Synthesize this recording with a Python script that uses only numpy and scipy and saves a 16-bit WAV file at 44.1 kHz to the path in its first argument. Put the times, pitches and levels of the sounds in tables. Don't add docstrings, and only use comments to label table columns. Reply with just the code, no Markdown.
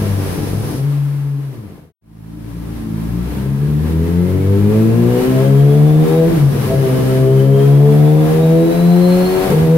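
import sys
import numpy as np
from scipy import signal
from scipy.fft import rfft, irfft, next_fast_len
from scipy.io import wavfile
from scipy.ndimage import uniform_filter1d, map_coordinates

SR = 44100
rng = np.random.default_rng(int(sys.argv[2]) if len(sys.argv) > 2 else 0)


def output_pcm(signal):
    pcm = np.clip(np.atleast_2d(signal).T, -1, 1) * 32767
    wavfile.write(sys.argv[1], SR, np.round(pcm).astype(np.int16))


N = 430857

# start_s [s], firing_rate_hz [firings per second]
ENGINE_SPEED = [(0, 103.7), (.3, 92.8), (.5, 98.55), (.74, 119.7), (.84, 143.2), (1.44, 139.2),
                (1.51, 131.5), (1.68, 92), (1.95, 75), (1.97, 54.6), (2.3, 54.3), (2.55, 57.5),
                (2.98, 53.9), (4.0, 82.3), (4.62, 102), (4.8, 110.2), (6.25, 165), (6.29, 170.2),
                (6.4, 144.1), (6.58, 120.3), (6.77, 135.3), (6.89, 128.2), (7.3, 132.1), (7.6, 137.9),
                (8.3, 156.9), (9.0, 177.5), (9.475, 189.8), (9.54, 157.1), (9.77, 163.4)]
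# start_s [s], even_firing_db [dB], pulse_softness_db [dB per order], uneven_firing_db [dB]
THROTTLE = [(0, -44, 7, -46.5), (.12, -50, 7, -47), (.6, -56, 7, -52.5), (.8, -54, 2.5, -54.5),
            (.84, -48, 8.5, -70), (1.1, -50.5, 13, -63), (1.5, -50, 6, -59), (1.95, -53, 2.5, -47),
            (2, -56.5, -0.5, -82), (2.5, -54.5, 0, -67.5), (2.85, -57, -1.5, -71), (3.4, -46.5, 1.5, -55.5),
            (4, -42.5, 1, -53), (4.9, -37, 1, -49), (6.2, -38.5, 0.5, -49.5), (6.4, -46, 8, -41),
            (6.55, -44.5, 2.5, -46), (6.88, -39.5, 1, -46.5), (7.4, -37, 1, -50.5), (8, -37.5, 0, -47),
            (9.3, -37, 2.5, -56), (9.6, -40, 1.5, -40), (9.77, -36.5, 1.5, -52)]
# centre_s [s], half_length_s [s, to 1/e], even_firing_loss_db [dB]
SHIFT_CUTS = [(6.235, 0.015, 6), (6.708, 0.085, 5), (9.511, 0.03, 13)]
CUT_SHARPENS, CUT_BANGS = 0.46, 0.66
# order [multiple of the firing rate], level_db [dB]
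EXHAUST_ORDERS = [(.5, -25), (1, 2), (1.5, -10), (2, 0), (2.5, -13), (3, -2.5), (3.5, -14), (4, -6.5),
                  (4.5, -16), (5, -10.5), (5.5, -37), (6, -15.5), (6.5, -29.5), (7, -25), (8, -32)]
# pitch_hz [Hz], level_db [dB]
PIPE_COLOUR = [(30, -3.5), (60, 23), (100, 24.5), (150, 21.5), (250, 17.5), (400, 20), (640, 19.5),
               (1000, 6), (2000, -8)]
# pitch_hz [Hz], width_hz [Hz], level_db [dB]
ROOM_AND_SILENCER = [(57.9, 2.2, 5), (653, 13, 8), (694, 31, 6.5), (745, 34, 5.5), (807, 12.6, 9),
                     (835, 43, -20), (891, 28, 5), (938, 33, 3.5), (1005, 8.8, 10.5), (1056, 11.4, 10.5),
                     (1172, 16, 8.5), (1321, 15, 7), (1655, 11, 8)]
# pitch_hz [Hz], width_hz [Hz], level_db [dB]
ROOM_MODES = [(69.6, 11.7, -32), (89.4, 5.5, -4.5), (99.2, 5.4, 3), (125.34, 8.4, -30), (140.3, 3.96, 7.5),
              (155.1, 14, 12), (156.75, 9.6, -14), (168.2, 6.1, -43), (180, 11.2, 15), (187.6, 44, -39),
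              (202.7, 5.3, 8), (222.3, 11.5, 11.5), (227.5, 8.7, -19), (265, 2.4, -28.5), (307, 2.3, -2),
              (307.4, 3.2, 11.5), (314.4, 15.6, -16), (331.3, 4.9, 13.5), (343.3, 45.4, -34.5),
              (351, 8, 16), (387.6, 6.2, -12), (401.6, 11.7, 16), (404.8, 13.2, -32), (434.2, 13.5, 7.5),
              (492.3, 8.6, 17), (501.4, 39.6, -10), (544.7, 10.4, 13), (553.7, 28, -12.5), (580, 5.7, -9),
              (626.5, 60, -37)]
# pitch_hz [Hz], level_db [dB per Hz]
CLATTER_COLOUR = [(350, -4), (600, -4), (688, -16.5), (844, -6), (1010, -11.5), (1480, -11), (1630, -11.5),
                  (1890, -12), (2140, -13), (7210, -25.5), (10100, -21.5), (11900, -19), (15700, -25.5)]
CLATTER_EVEN_DB, CLATTER_UNEVEN_DB = -4.5, 1
CLATTER_OCTAVE_DB, CLATTER_IDLE_DB = 5.5, -57
# order [multiple of the firing rate], level_db [dB]
GEAR_TEETH = [(22.5, -24), (23.05, -6.5), (24.05, -20)]
# pitch_hz [Hz], width_hz [Hz], level_db [dB]
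GEAR_CASING = [(4230, 340, 14), (3670, 150, -3), (2930, 210, 4), (2100, 200, 5.5)]
# pitch_hz [Hz], half_width_hz [Hz, to half amplitude], level_db [dB]
FAN_DRONE = [(294, 15, -35)]
# pitch_hz [Hz], level_db [dB per Hz]
THUD_AND_HISS = [(25, 12), (45, 7), (58, 35.5), (75, 19), (300, -19), (1000, -14), (3000, -1.5), (5500, 3),
                 (7500, -7), (10000, 5.5), (15700, -7)]
# start_s [s], level_db [dB]
THUD_AND_HISS_LEVEL = [(0, -34.5), (.8, -37.5), (.86, -47), (5.9, -55), (6.4, -36), (7.1, -35), (7.6, -49),
                       (9.77, -53)]
# pitch_hz [Hz], likeness [correlation, -1 to 1]
PORT_LIKENESS = [(60, 0.78), (130, 0.77), (290, 0.57), (640, 0.34), (1400, 0.062), (3000, -0.12),
                 (7000, -0.18), (15000, -0.076)]
# pitch_hz [Hz], left_minus_right_db [dB]
PORT_LEAN = [(60, 3.0), (110, 2.5), (200, 3.5), (380, 2.5), (700, 2.5), (1290, 2.5), (2380, 1.0),
             (4400, -2.0), (8120, 1.5), (15000, 2.0)]
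# start_s [s], gain [factor]
FADE_GAIN = [(0, 1), (.9, 1), (1.925, 0), (2.012, 0), (3, 1), (9.77, 1)]
TOP_HZ = 15780


def exhaust():
    hz, count = firings()
    _, even_db, soft_db, uneven_db = throttle()
    shaky = np.clip(amp(.5 * (uneven_db - even_db + 12.5)), .2, 2.5)
    tones = 0
    for order, level_db in EXHAUST_ORDERS:
        odd = order % 1
        dulled_db = soft_db * (abs(order - 1) + 5 * odd)
        dulled_db = dulled_db - 12 * odd * (order > 1) * np.log2(hz / 110)
        strength = amp(level_db - dulled_db + 1.87 * shaky * wobble(14))
        cycles = order * count + 2 * odd * rng.random()
        jitter = 0.11 * order * shaky * wobble(20)
        tones += strength * np.sin(2 * np.pi * cycles + jitter)

    fired = np.diff(np.floor(count), prepend=0)
    scatter = fired * rng.standard_normal(N) * np.sqrt(SR / hz)
    gas = 0.037 * rng.standard_normal(N) * (1 + np.cos(2 * np.pi * count))
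    rumble = filtered(0.17 * scatter + 2.98 * gas, lambda f: 1 / (1 + 1j * f / 320) ** 2)
    rumble += (110 / hz - 1) * filtered(rumble, lambda f: 1 / (1 + (f / 90) ** 4))

    flow = np.sqrt(2) * amp(even_db) * tones + amp(uneven_db + 33.5) * rumble
    return filtered(flow, lambda f: amp(along(PIPE_COLOUR, f)) * resonances(ROOM_AND_SILENCER, f))


def firings():
    hz = curves(ENGINE_SPEED)[0]
    return hz, np.cumsum(hz) / SR


def throttle():
    even_db, soft_db, uneven_db = curves(THROTTLE)
    t = np.arange(N) / SR
    cut_db = sum(loss_db * np.exp(-((t - s) / half) ** 2) for s, half, loss_db in SHIFT_CUTS)
    shaken_db = even_db + CLATTER_EVEN_DB + CLATTER_OCTAVE_DB * np.log2(firings()[0] / 110)
    even_db = even_db - cut_db
    soft_db = soft_db - CUT_SHARPENS * cut_db
    uneven_db = uneven_db + CUT_BANGS * cut_db
    power = amp(2 * shaken_db) + amp(2 * (uneven_db + CLATTER_UNEVEN_DB)) + amp(2 * CLATTER_IDLE_DB)
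    return 10 * np.log10(power), even_db, soft_db, uneven_db


def machinery():
    hz, count = firings()
    clatter_db, even_db, soft_db, _ = throttle()
    unsteady_db = 0.84 * wobble(3.2) + 0.78 * wobble(10) + 0.32 * wobble(18)
    throb = amp(0.45 * np.cos(2 * np.pi * count) + unsteady_db)
    colour = lambda f: amp(along(CLATTER_COLOUR, f)) * resonances(ROOM_AND_SILENCER, f)
    clatter = filtered(throb * rng.standard_normal((2, N)), colour)
    clatter /= np.std(filtered(clatter, lambda f: f > 9000))

    teeth = 0
    for order, level_db in GEAR_TEETH:
        strength = amp(level_db + 3.5 * wobble(50) + 2.96 * wobble(4))
        teeth += strength * np.sin(2 * np.pi * order * count + 2.2 * wobble(120))
    slip = uniform_filter1d(np.abs(np.gradient(hz)) * SR, SR // 20)
    load = amp(even_db - clatter_db - 6.5 - 2.0 * soft_db) / (1 + (slip / 70) ** 4)
    whine = filtered(load * teeth, lambda f: resonances(GEAR_CASING, f))
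    return amp(clatter_db + 4.5) * (widened(*clatter) + whine)


def room(pipe):
    tails = echoes(channels=2, t60=0.98)
    wet = signal.fftconvolve(pipe[None], tails, axes=1)[:, :N]
    high = lambda hz: 1 / (1 + (700 / (hz + 1)) ** 6)
    mid = filtered(pipe, lambda hz: resonances(ROOM_MODES, hz))
    mid = mid + filtered(wet[0], lambda hz: 0.87 * high(hz))
    apart = lambda hz: .45 + .5 / (1 + (230 / (hz + 1)) ** 4)
    side = filtered(wet[1], lambda hz: apart(hz) * abs(resonances(ROOM_MODES, hz)) ** .7)
    return widened(0.87 * mid, side)


def echoes(channels, t60):
    t = np.arange(SR // 2) / SR
    tail = rng.standard_normal((channels, len(t))) * amp(-60 * t / t60)
    return tail / np.linalg.norm(tail, axis=1, keepdims=True)


def fan():
    drone = 0
    for centre, width, level_db in FAN_DRONE:
        band = filtered(rng.standard_normal((2, N)), lambda f: 1 / (1 + ((f - centre) / width) ** 2))
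        drone += amp(level_db) * unit(band)
    return widened(*drone)


def thud_and_hiss():
    noise = rng.standard_normal((2, N))
    shaped = unit(filtered(noise, lambda f: amp(along(THUD_AND_HISS, f))))
    return widened(*(amp(curves(THUD_AND_HISS_LEVEL)[0]) * shaped))


def widened(mid, side):
    turn = lambda hz: np.arccos(np.clip(along(PORT_LIKENESS, hz), -1, 1)) / 2
    shares = lambda hz: np.array([np.cos(turn(hz)), np.sin(turn(hz))])
    mid, side = filtered(np.array([mid, side]), shares)
    return np.array([mid + side, mid - side])


def resonances(table, hz):
    gain = np.ones(len(hz), complex)
    for centre, width, level_db in table:
        stiffness = centre ** 2 - hz ** 2
        damping = 1j * hz * width
        gain *= (stiffness + damping * amp(level_db)) / (stiffness + damping)
    return gain


def amp(db):
    return 10 ** (np.asarray(db) / 20)


def unit(x):
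    return x / np.sqrt(np.mean(x ** 2) + 1e-20)


def along(points, hz):
    f, v = np.transpose(points)
    return np.interp(np.log(hz + 1), np.log(f + 1), v)


def curves(rows):
    s, *cols = np.transpose(rows)
    return [np.interp(np.arange(N) / SR, s, c) for c in cols]


def wobble(rate):
    knots = rng.standard_normal(int(N * rate / SR) + 4)
    return map_coordinates(knots, [np.arange(N) * rate / SR])


def filtered(x, response):
    m = next_fast_len(N + SR)
    return irfft(rfft(x, m) * response(np.fft.rfftfreq(m, 1 / SR)), m)[..., :N]


def scene():
    return room(exhaust()) + machinery() + fan() + thud_and_hiss()


def record(dry):
    x = filtered(dry, lambda hz: amp(np.outer([.5, -.5], along(PORT_LEAN, hz))))
    power = uniform_filter1d(np.mean(x ** 2, axis=0), int(0.062 * SR))
    level_db = 10 * np.log10(np.abs(power) + 1e-9)
    x = x * amp(-.4 * (level_db + 14.0))
    x = x / (1 + np.abs(x / .95) ** 6) ** (1 / 6)
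    faded = x * np.clip(curves(FADE_GAIN)[0], 0, 1)
    return filtered(faded, lambda hz: hz < TOP_HZ)


dry = scene()
out = record(dry)
output_pcm(out)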